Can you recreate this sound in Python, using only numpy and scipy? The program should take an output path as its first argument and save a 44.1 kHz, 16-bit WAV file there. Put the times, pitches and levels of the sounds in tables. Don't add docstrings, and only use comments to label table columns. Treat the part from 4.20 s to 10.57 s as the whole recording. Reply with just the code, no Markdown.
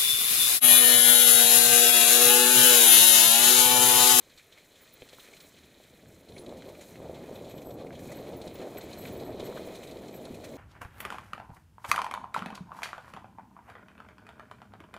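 import sys
import numpy as np
from scipy import signal
from scipy.fft import rfft, irfft
from scipy.io import wavfile
from scipy.ndimage import uniform_filter1d

SR = 44100
rng = np.random.default_rng(int(sys.argv[2]) if len(sys.argv) > 2 else 0)


def boost(x):
    u = np.asarray(x, float) / 20
    return 10 ** u


def bounce(signal):
    frames = np.transpose(np.atleast_2d(signal))
    limited = np.clip(frames, -1, 1)
    pcm = np.round(limited * 32767).astype(np.int16)
    wavfile.write(sys.argv[1], SR, pcm)


N = 280917

# t/s, rustle level/dB
LEAF_RUSTLE = [(0.0, -64), (0.1, -64.5), (0.55, -64), (1.04, -59.5), (1.19, -62.5), (1.88, -66),
               (2.11, -65.5), (2.27, -63), (3.23, -61.5), (3.64, -69.5), (3.89, -57), (4.2, -61),
               (4.75, -56), (4.98, -59), (5.55, -56.5), (5.71, -60), (5.98, -61), (6.37, -59.5)]
# t/s, length/s, level change/dB
LEAF_HEAPS = [(.16, 0.057, 5), (.36, 0.04, 3), (.42, 0.14, -4), (.56, 0.11, 2.5), (.97, 0.1, 1.5),
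              (1.24, 0.12, -2), (2.6, 0.043, 2.5), (2.77, 0.073, -2), (2.93, .07, 1.5), (3.02, 0.089, 1.5),
              (3.28, 0.04, 3.5), (3.55, 0.11, 8.5), (3.9, 0.054, -2.5), (4.12, 0.067, -0.5),
              (4.38, 0.077, 6.5), (4.47, 0.053, -2), (4.62, 0.046, 3), (4.85, 0.058, 7.5), (4.9, 0.11, 0),
              (5.13, .06, -2), (5.24, 0.057, 4.5), (5.35, 0.064, 4.5), (5.58, 0.035, -0.5),
              (5.68, 0.037, 5), (5.79, 0.036, -5), (6.17, 0.078, -2), (6.23, 0.036, 8.5)]
# t/s, length/s, level change of the crisp top/dB
BRITTLE_STRETCHES = [
    (0.85, 0.47, 3.5),
    (1.2, 0.17, 4),
    (1.85, .15, 3.5),
    (2.5, 0.34, 5.5),
    (3.75, 0.19, 4),
    (4.7, 0.27, 3),
    (5.0, 0.24, -7),
    (5.33, 0.18, 1),
    (6.15, 0.38, 1),
]
# f/Hz, level/dB per Hz
CASE_COLOUR = [(600, -20.5), (900, -12), (1400, -8.5), (2000, -7), (2500, -5), (2750, -14.5), (3000, -8.5),
               (3700, -8), (4150, -5), (4550, -15.5), (5600, -15), (6800, -12), (9000, -16), (15800, -17)]
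CRISP_DB, CRISP_FOLLOWS, CRISP_SPEED_LOSS = -67, 0.84, 0.055

# t/s, buffet level/dB
HEAD_WIND = [(0.0, -66), (0.5, -68), (0.6, -64.5), (1.15, -61), (1.4, -66), (1.78, -64), (1.83, -60),
             (2.06, -60), (2.12, -54.5), (2.3, -47), (2.68, -55), (2.8, -47.5), (3.7, -45), (4.1, -44),
             (4.7, -45), (5.15, -42), (5.65, -48), (6.37, -45.5)]
# t/s, length/s, level change/dB
SHORT_GUSTS = [(.2, 0.4, 2.5), (2.4, 0.25, 3.5), (2.9, 0.28, 0.5), (3.2, 0.23, -2.5), (3.5, 0.084, 1),
               (3.62, 0.36, -4), (3.9, 0.22, -1), (4.33, 0.25, 3.5), (4.78, 0.08, 2.5), (5.4, 0.18, 1.5),
               (5.72, 0.26, 2.5), (6.0, .16, -0.5)]
# t/s, length/s, level change/dB
SIDE_WIND = [(.38, 0.17, 5), (.95, 0.23, -11), (1.2, 0.5, 10), (1.55, 0.34, 6.5), (1.76, 0.3, 9.5),
             (2.05, 0.14, 7), (3.35, 0.11, 3), (3.7, .25, 2), (4.3, .25, -4.5), (4.8, 0.18, 3),
             (6.0, 0.25, 4)]
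# f/Hz, level/dB per Hz
WIND_COLOUR = [(20, -17.5), (40, -8.5), (75, 3), (200, 4.5), (520, 3.5), (650, 1), (800, -7), (1300, -20.5),
               (2200, -40.5)]
DEEP_DB, DEEP_FOLLOWS = -57, 1

# t/s, peak level/dB
CABLE_RATTLES = [(0.0956, -44), (0.178, -42), (0.8869, -38), (1.2013, -37.5), (1.3828, -44), (2.085, -42.5),
                 (2.1784, -36.5), (2.6323, -43), (3.244, -42), (3.505, -43), (4.214, -36), (4.274, -35),
                 (4.6087, -36.5), (4.728, -35), (4.9966, -39), (5.5493, -35.5), (5.67, -37), (5.7096, -37),
                 (5.854, -44)]
# t/s, peak level/dB, f/Hz
PEBBLES = [(0.175, -43, 4060), (0.193, -44, 2300), (0.375, -46, 2370), (0.385, -48, 2400),
           (0.819, -42, 2840), (1.166, -39.5, 4100), (2.12, -46, 3700), (2.138, -48, 3900),
           (2.2614, -39.5, 3700), (2.2907, -41, 3700), (2.4206, -41.5, 3380), (4.354, -38, 3000),
           (4.8509, -31, 2210), (5.2022, -36.5, 3450), (5.769, -42.5, 4100), (5.8815, -38, 3640),
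           (6.0516, -36.5, 3930)]
# t/s, peak level/dB
CHAIN_SLAPS = [(0.3207, -45), (0.5549, -47), (0.9273, -43.5), (0.9932, -40.5), (1.3637, -46), (1.4307, -49),
               (2.9416, -46.5), (3.1534, -41.5), (3.3059, -42), (3.3752, -43.5), (3.7485, -42),
               (5.1943, -36), (5.258, -46)]
# t/s, peak level/dB
STICK_KNOCKS = [(0.378, -49), (1.0735, -39.5), (1.134, -39), (2.1626, -38.5), (2.5474, -41), (2.759, -52),
                (3.034, -47), (3.4, -54), (3.666, -40.5), (3.7252, -38.5), (4.5692, -34), (4.853, -39.5),
                (5.062, -52), (5.9393, -38.5)]
# t/s, peak level/dB
LEAF_CRACKS = [(1.203, -46), (2.185, -44), (2.716, -52), (3.667, -60), (3.868, -46), (3.918, -44),
               (4.88, -52), (5.47, -45), (5.555, -37), (5.69, -57), (6.12, -50)]
# t/s, peak level/dB, f/Hz
TWIG_SNAPS = [(2.368, -49, 4000), (2.4857, -46, 2150), (2.608, -42, 2380), (3.4154, -46, 2360),
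              (3.7875, -45, 2010), (3.9154, -39, 2140), (5.3478, -47, 3930), (5.6308, -40.5, 2420),
              (6.119, -60, 2060), (6.1407, -43.5, 2420), (6.2405, -39.5, 4100)]
CABLE_HZ, CHAIN_HZ, STICK_HZ, CRACK_HZ = 4050, 3330, 2350, 9000

# t/s, length/s, peak level/dB
REAR_SQUEALS = [
    (0.605, 0.057, -55),
    (0.72, 0.039, -52),
    (0.835, .035, -64),
    (0.965, .065, -59),
    (1.2, 0.071, -57),
    (4.155, 0.059, -57),
    (4.325, .075, -53),
    (4.91, 0.065, -52),
    (5.45, .06, -61),
    (5.58, .05, -67),
]
# t/s, length/s, peak level/dB
FRONT_SQUEALS = [(3.135, 0.055, -58), (3.28, 0.17, -57.5), (3.44, 0.12, -56), (3.78, 0.2, -64),
                 (3.95, 0.1, -61), (4.56, 0.041, -46.5), (4.615, 0.045, -58), (4.765, 0.13, -51),
                 (4.955, 0.076, -56), (5.03, 0.092, -57), (5.235, 0.06, -54), (5.32, .065, -63),
                 (5.925, 0.064, -52.5)]
# t/s, length/s, peak level/dB
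PAD_SQUEALS = [
    (2.13, 0.081, -59),
    (2.175, .055, -55.5),
    (4.8, .05, -61),
    (6.03, 0.037, -55),
]
# ratio to its pitch, level/dB
REAR_TONES = [(.74, -7), (1, 0)]
FRONT_TONES = [(2 / 3, -10), (1, 0), (4 / 3, -2)]
PAD_TONES = [(.61, -14), (1, 0)]
FRONT_HZ, REAR_HZ, PAD_HZ = 11880, 15100, 9970

# t/s, peak level/dB, f/Hz
MOUNT_JOLTS = [(0.8195, -43, 281), (0.819, -36.5, 488), (0.931, -40.5, 560), (1.6, -43, 610),
               (2.097, -39, 450), (2.194, -36, 363), (2.28, -34, 330), (2.324, -33, 580),
               (2.801, -32.5, 524), (2.895, -26.5, 548), (2.979, -35, 550), (3.111, -31, 447),
               (3.34, -31, 518), (3.47, -29.5, 476), (3.87, -35, 320), (3.99, -31.5, 506),
               (4.149, -30, 370), (4.269, -27.5, 530), (4.395, -31, 374), (4.506, -37, 372),
               (4.974, -29, 428), (5.01, -30, 557), (5.095, -28.5, 460), (5.147, -30, 435),
               (5.227, -28, 423), (5.291, -27.5, 496), (5.473, -29.5, 490), (5.525, -34, 620),
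               (5.757, -32.5, 564), (6.106, -30.5, 307)]
# t/s, peak level/dB, f/Hz
FLUNG_STONES = [(0.8208, -39, 2510), (0.9847, -46.5, 1070), (1.599, -80, 1640), (1.858, -54, 1670),
                (2.4219, -46.5, 1580), (2.7566, -46, 2070), (3.706, -42.5, 1650), (3.9207, -48, 1030),
                (4.585, -41, 1520), (4.8509, -58, 2130), (5.325, -44, 1080), (5.368, -56, 1500),
                (5.3725, -39, 1110), (5.385, -47, 1650), (5.3758, -37, 1210), (5.6321, -44, 2330),
                (6.071, -47, 1090), (6.2402, -49, 1100)]

# f/Hz, level/dB
TREBLE_SHELF = [(15270, 0), (15330, -7)]


def rms_one(x):
    return x / np.sqrt(np.mean(x ** 2) + 1e-20)


def in_time(rows, outside=None):
    s, *columns = np.transpose(rows)
    return [np.interp(np.arange(N) / SR, s, c, outside, outside) for c in columns]


def swells(rows):
    t = np.arange(0, N / SR + .002, .001)
    total = sum(db * np.sin(np.pi * np.clip((t - s) / length_s, 0, 1)) ** 2 for s, length_s, db in rows)
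    return np.interp(np.arange(N) / SR, t, total)


def drift(rate_hz):
    r = np.exp(-2 * np.pi * rate_hz / SR)
    wander = signal.lfilter([1], [1, -2 * r, r * r], rng.standard_normal(N + SR))
    return rms_one(wander[SR:])


def grains(per_s, spread_db):
    sizes = boost(spread_db * np.minimum(rng.exponential(1, N), 5))
    signs = rng.choice([-1, 1], N)
    return rms_one(sizes * signs * (rng.random(N) < per_s / SR))


def band(x, low_hz, high_hz):
    return signal.sosfilt(signal.butter(2, [low_hz, high_hz], "band", fs=SR, output="sos"), x)


def colour(x, points, size=4096):
    hz, level_db = np.transpose(points)
    grid = np.maximum(np.arange(size // 2 + 1) * SR / size, 1)
    cepstrum = irfft(np.log(boost(np.interp(np.log(grid), np.log(hz), level_db))))
    cepstrum[1:size // 2] *= 2
    cepstrum[size // 2 + 1:] = 0
    impulse = irfft(np.exp(rfft(cepstrum)))
    impulse = impulse / np.sqrt(np.sum(impulse ** 2))
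    return signal.fftconvolve(x, impulse)[:len(x)]


def leaves():
    (rustle_db,), (wind_db,) = in_time(LEAF_RUSTLE), in_time(HEAD_WIND)
    heaps_db = swells(LEAF_HEAPS)
    crisp_db = CRISP_DB + CRISP_FOLLOWS * (rustle_db - rustle_db.mean())
    crisp_db -= CRISP_SPEED_LOSS * (wind_db - wind_db.mean())
    crisp_db += swells(BRITTLE_STRETCHES) + 0.46 * heaps_db
    rustle_db = rustle_db + heaps_db

    clumps = drift(12)
    edges_hz = [600, 1700, 2750, 5000, 9000, 17000]
    parts = []
    for low_hz, high_hz in zip(edges_hz, edges_hz[1:]):
        crackle = grains(2500 * boost(3.0 * clumps), spread_db=5.5) + 1.6 * rng.standard_normal(N)
        flicker_db = 0.1 * clumps + 1.7 * drift(28)
        parts.append(band(crackle, low_hz, high_hz) * boost(flicker_db))
    big = colour(sum(parts[:3]), CASE_COLOUR)
    scraps = colour(sum(parts[3:]), CASE_COLOUR)
    big = big / np.std(band(big, 1000, 7500))
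    scraps = scraps / np.std(band(scraps, 3340, 16000))
    return boost(rustle_db) * big + boost(crisp_db) * scraps


def wind():
    buffet_db, = in_time(HEAD_WIND)
    deep_db = DEEP_DB + DEEP_FOLLOWS * (buffet_db - buffet_db.mean()) + swells(SIDE_WIND)
    buffet_db = buffet_db + swells(SHORT_GUSTS)
    puffs = grains(900 * boost(2.2 * drift(30)), spread_db=2.6) + 0.6 * rng.standard_normal(N)
    high_pass = signal.butter(2, 300, "high", fs=SR, output="sos")
    low_pass = signal.butter(2, 280, fs=SR, output="sos")
    upper = signal.sosfilt(high_pass, colour(puffs, WIND_COLOUR))
    deep = signal.sosfilt(low_pass, colour(rng.standard_normal(N), WIND_COLOUR))
    flutter_db = 0.8 * drift(30) + 0.5 * drift(6)
    deep_db = deep_db + 0.53 * drift(4.8)
    return boost(buffet_db + flutter_db) * rms_one(upper) + boost(deep_db) * rms_one(deep)


def ground_rumble():
    return boost(-76.5) * rms_one(band(rng.standard_normal(N), 18, 70))


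def knocks(events, t60, crisp_db, attack_s=0.0031):
    body, crisp = np.zeros(N + SR), np.zeros(N + SR)
    t = np.arange(4410) / SR
    noise = rng.standard_normal((len(events), 2, len(t)))
    for (s, peak_db, hz), (hiss, fizz) in zip(events, noise):
        decay = boost(peak_db - 60 * t / t60)
        burst = hiss * decay * (1 - np.exp(-t / attack_s))
        start = round(s * SR)
        at = slice(start, start + len(t))
        body[at] += band(burst, hz * 0.86, hz * 1.245) * np.sqrt(6000 / hz)
        body[at] += boost(2.5) * band(burst, hz * 0.58, hz * 2.15)
        crisp[at] += fizz * decay * (1 - np.exp(-t / 0.011)) * boost(crisp_db)
    return np.stack([body[:N], crisp[:N]])


def at_pitch(events, hz):
    return [(s, db, hz) for s, db in events]


def rattles():
    parts = knocks(at_pitch(CABLE_RATTLES, CABLE_HZ), t60=0.054, crisp_db=-19)
    parts += knocks(PEBBLES, t60=.035, crisp_db=-24, attack_s=.001)
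    parts += knocks(at_pitch(CHAIN_SLAPS, CHAIN_HZ), t60=0.09, crisp_db=-22)
    parts += knocks(at_pitch(STICK_KNOCKS, STICK_HZ), t60=0.043, crisp_db=-17)
    parts += knocks(at_pitch(LEAF_CRACKS, CRACK_HZ), t60=0.037, crisp_db=-9)
    parts += knocks(TWIG_SNAPS, t60=0.065, crisp_db=-4.5)
    body, crisp = [colour(part, CASE_COLOUR) for part in parts]
    return boost(-10) * body + boost(8) * band(crisp, 4200, 12500)


def squeal(bursts, hz, partials, attack_s, fall_db, width_hz, steady, chatter_db):
    level = np.zeros(N)
    for s, length_s, db in bursts:
        shape = [(s, db - 20), (s + attack_s, db), (s + length_s, db - fall_db)]
        level += boost(in_time(shape, outside=-200)[0])
    level = uniform_filter1d(level, size=130) * boost(chatter_db * drift(36))
    grip = rms_one(steady + drift(width_hz)) + 1j * drift(width_hz)
    phase = 2 * np.pi * np.cumsum(hz * (1 + .002 * drift(6))) / SR
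    tones = sum(boost(db) * np.exp(1j * ratio * phase) for ratio, db in partials)
    return level * np.real(grip * tones)


def brakes():
    total = squeal(REAR_SQUEALS, REAR_HZ, REAR_TONES, attack_s=0.017, fall_db=22,
                   width_hz=120, steady=1.1, chatter_db=-1.5)
    total += squeal(PAD_SQUEALS, PAD_HZ, PAD_TONES, attack_s=.025, fall_db=15,
                    width_hz=60, steady=1.5, chatter_db=1.5)
    total += squeal(FRONT_SQUEALS, FRONT_HZ, FRONT_TONES, attack_s=.02, fall_db=11,
                    width_hz=140, steady=1.7, chatter_db=2.0)
    return boost(-3.5) * total


def ring(x, hz, t60):
    r, w = boost(-60 / (t60 * SR)), 2 * np.pi * hz / SR
    return signal.lfilter([0, np.sin(w)], [1, -2 * r * np.cos(w), r * r], x)


def jolts(events, cycles, upper_db, bounce_db, gain_db):
    out, click = np.zeros(N + SR), np.zeros(2205)
    click[[0, 350]] = 1, boost(bounce_db)
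    for s, peak_db, hz in events:
        contact = .4 * SR / hz
        at = round(s * SR + contact)
        touch = np.convolve(click, np.hanning(round(contact) + 2))[:len(click)] / (contact / 2)
        tones = ring(touch, hz, cycles / hz) + boost(upper_db) * ring(touch, 1.243 * hz, cycles / hz)
        out[at:at + len(click)] += boost(peak_db + gain_db) * tones
    return out[:N]


def mount_thuds():
    return jolts(MOUNT_JOLTS, cycles=15.0, upper_db=-12, bounce_db=-7, gain_db=-2.5)


def stone_ticks():
    return jolts(FLUNG_STONES, cycles=18.0, upper_db=0, bounce_db=-12, gain_db=0)


def scene():
    mono = leaves() + wind() + ground_rumble() + rattles()
    mono += brakes() + mount_thuds() + stone_ticks()
    return np.stack([mono, mono])


def roll_off(x):
    return signal.sosfilt(signal.butter(12, 15820, fs=SR, output="sos"), x)


def record(dry):
    hiss = boost(-75.5) * band(rng.standard_normal((2, N)), 6300, 14400)
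    shelved = [colour(channel, TREBLE_SHELF) for channel in dry + hiss]
    treble_cut = signal.ellip(12, .5, 70, 15730, fs=SR, output="sos")
    mix = signal.sosfilt(treble_cut, shelved)
    return roll_off(mix)


dry = scene()
out = record(dry)
bounce(out)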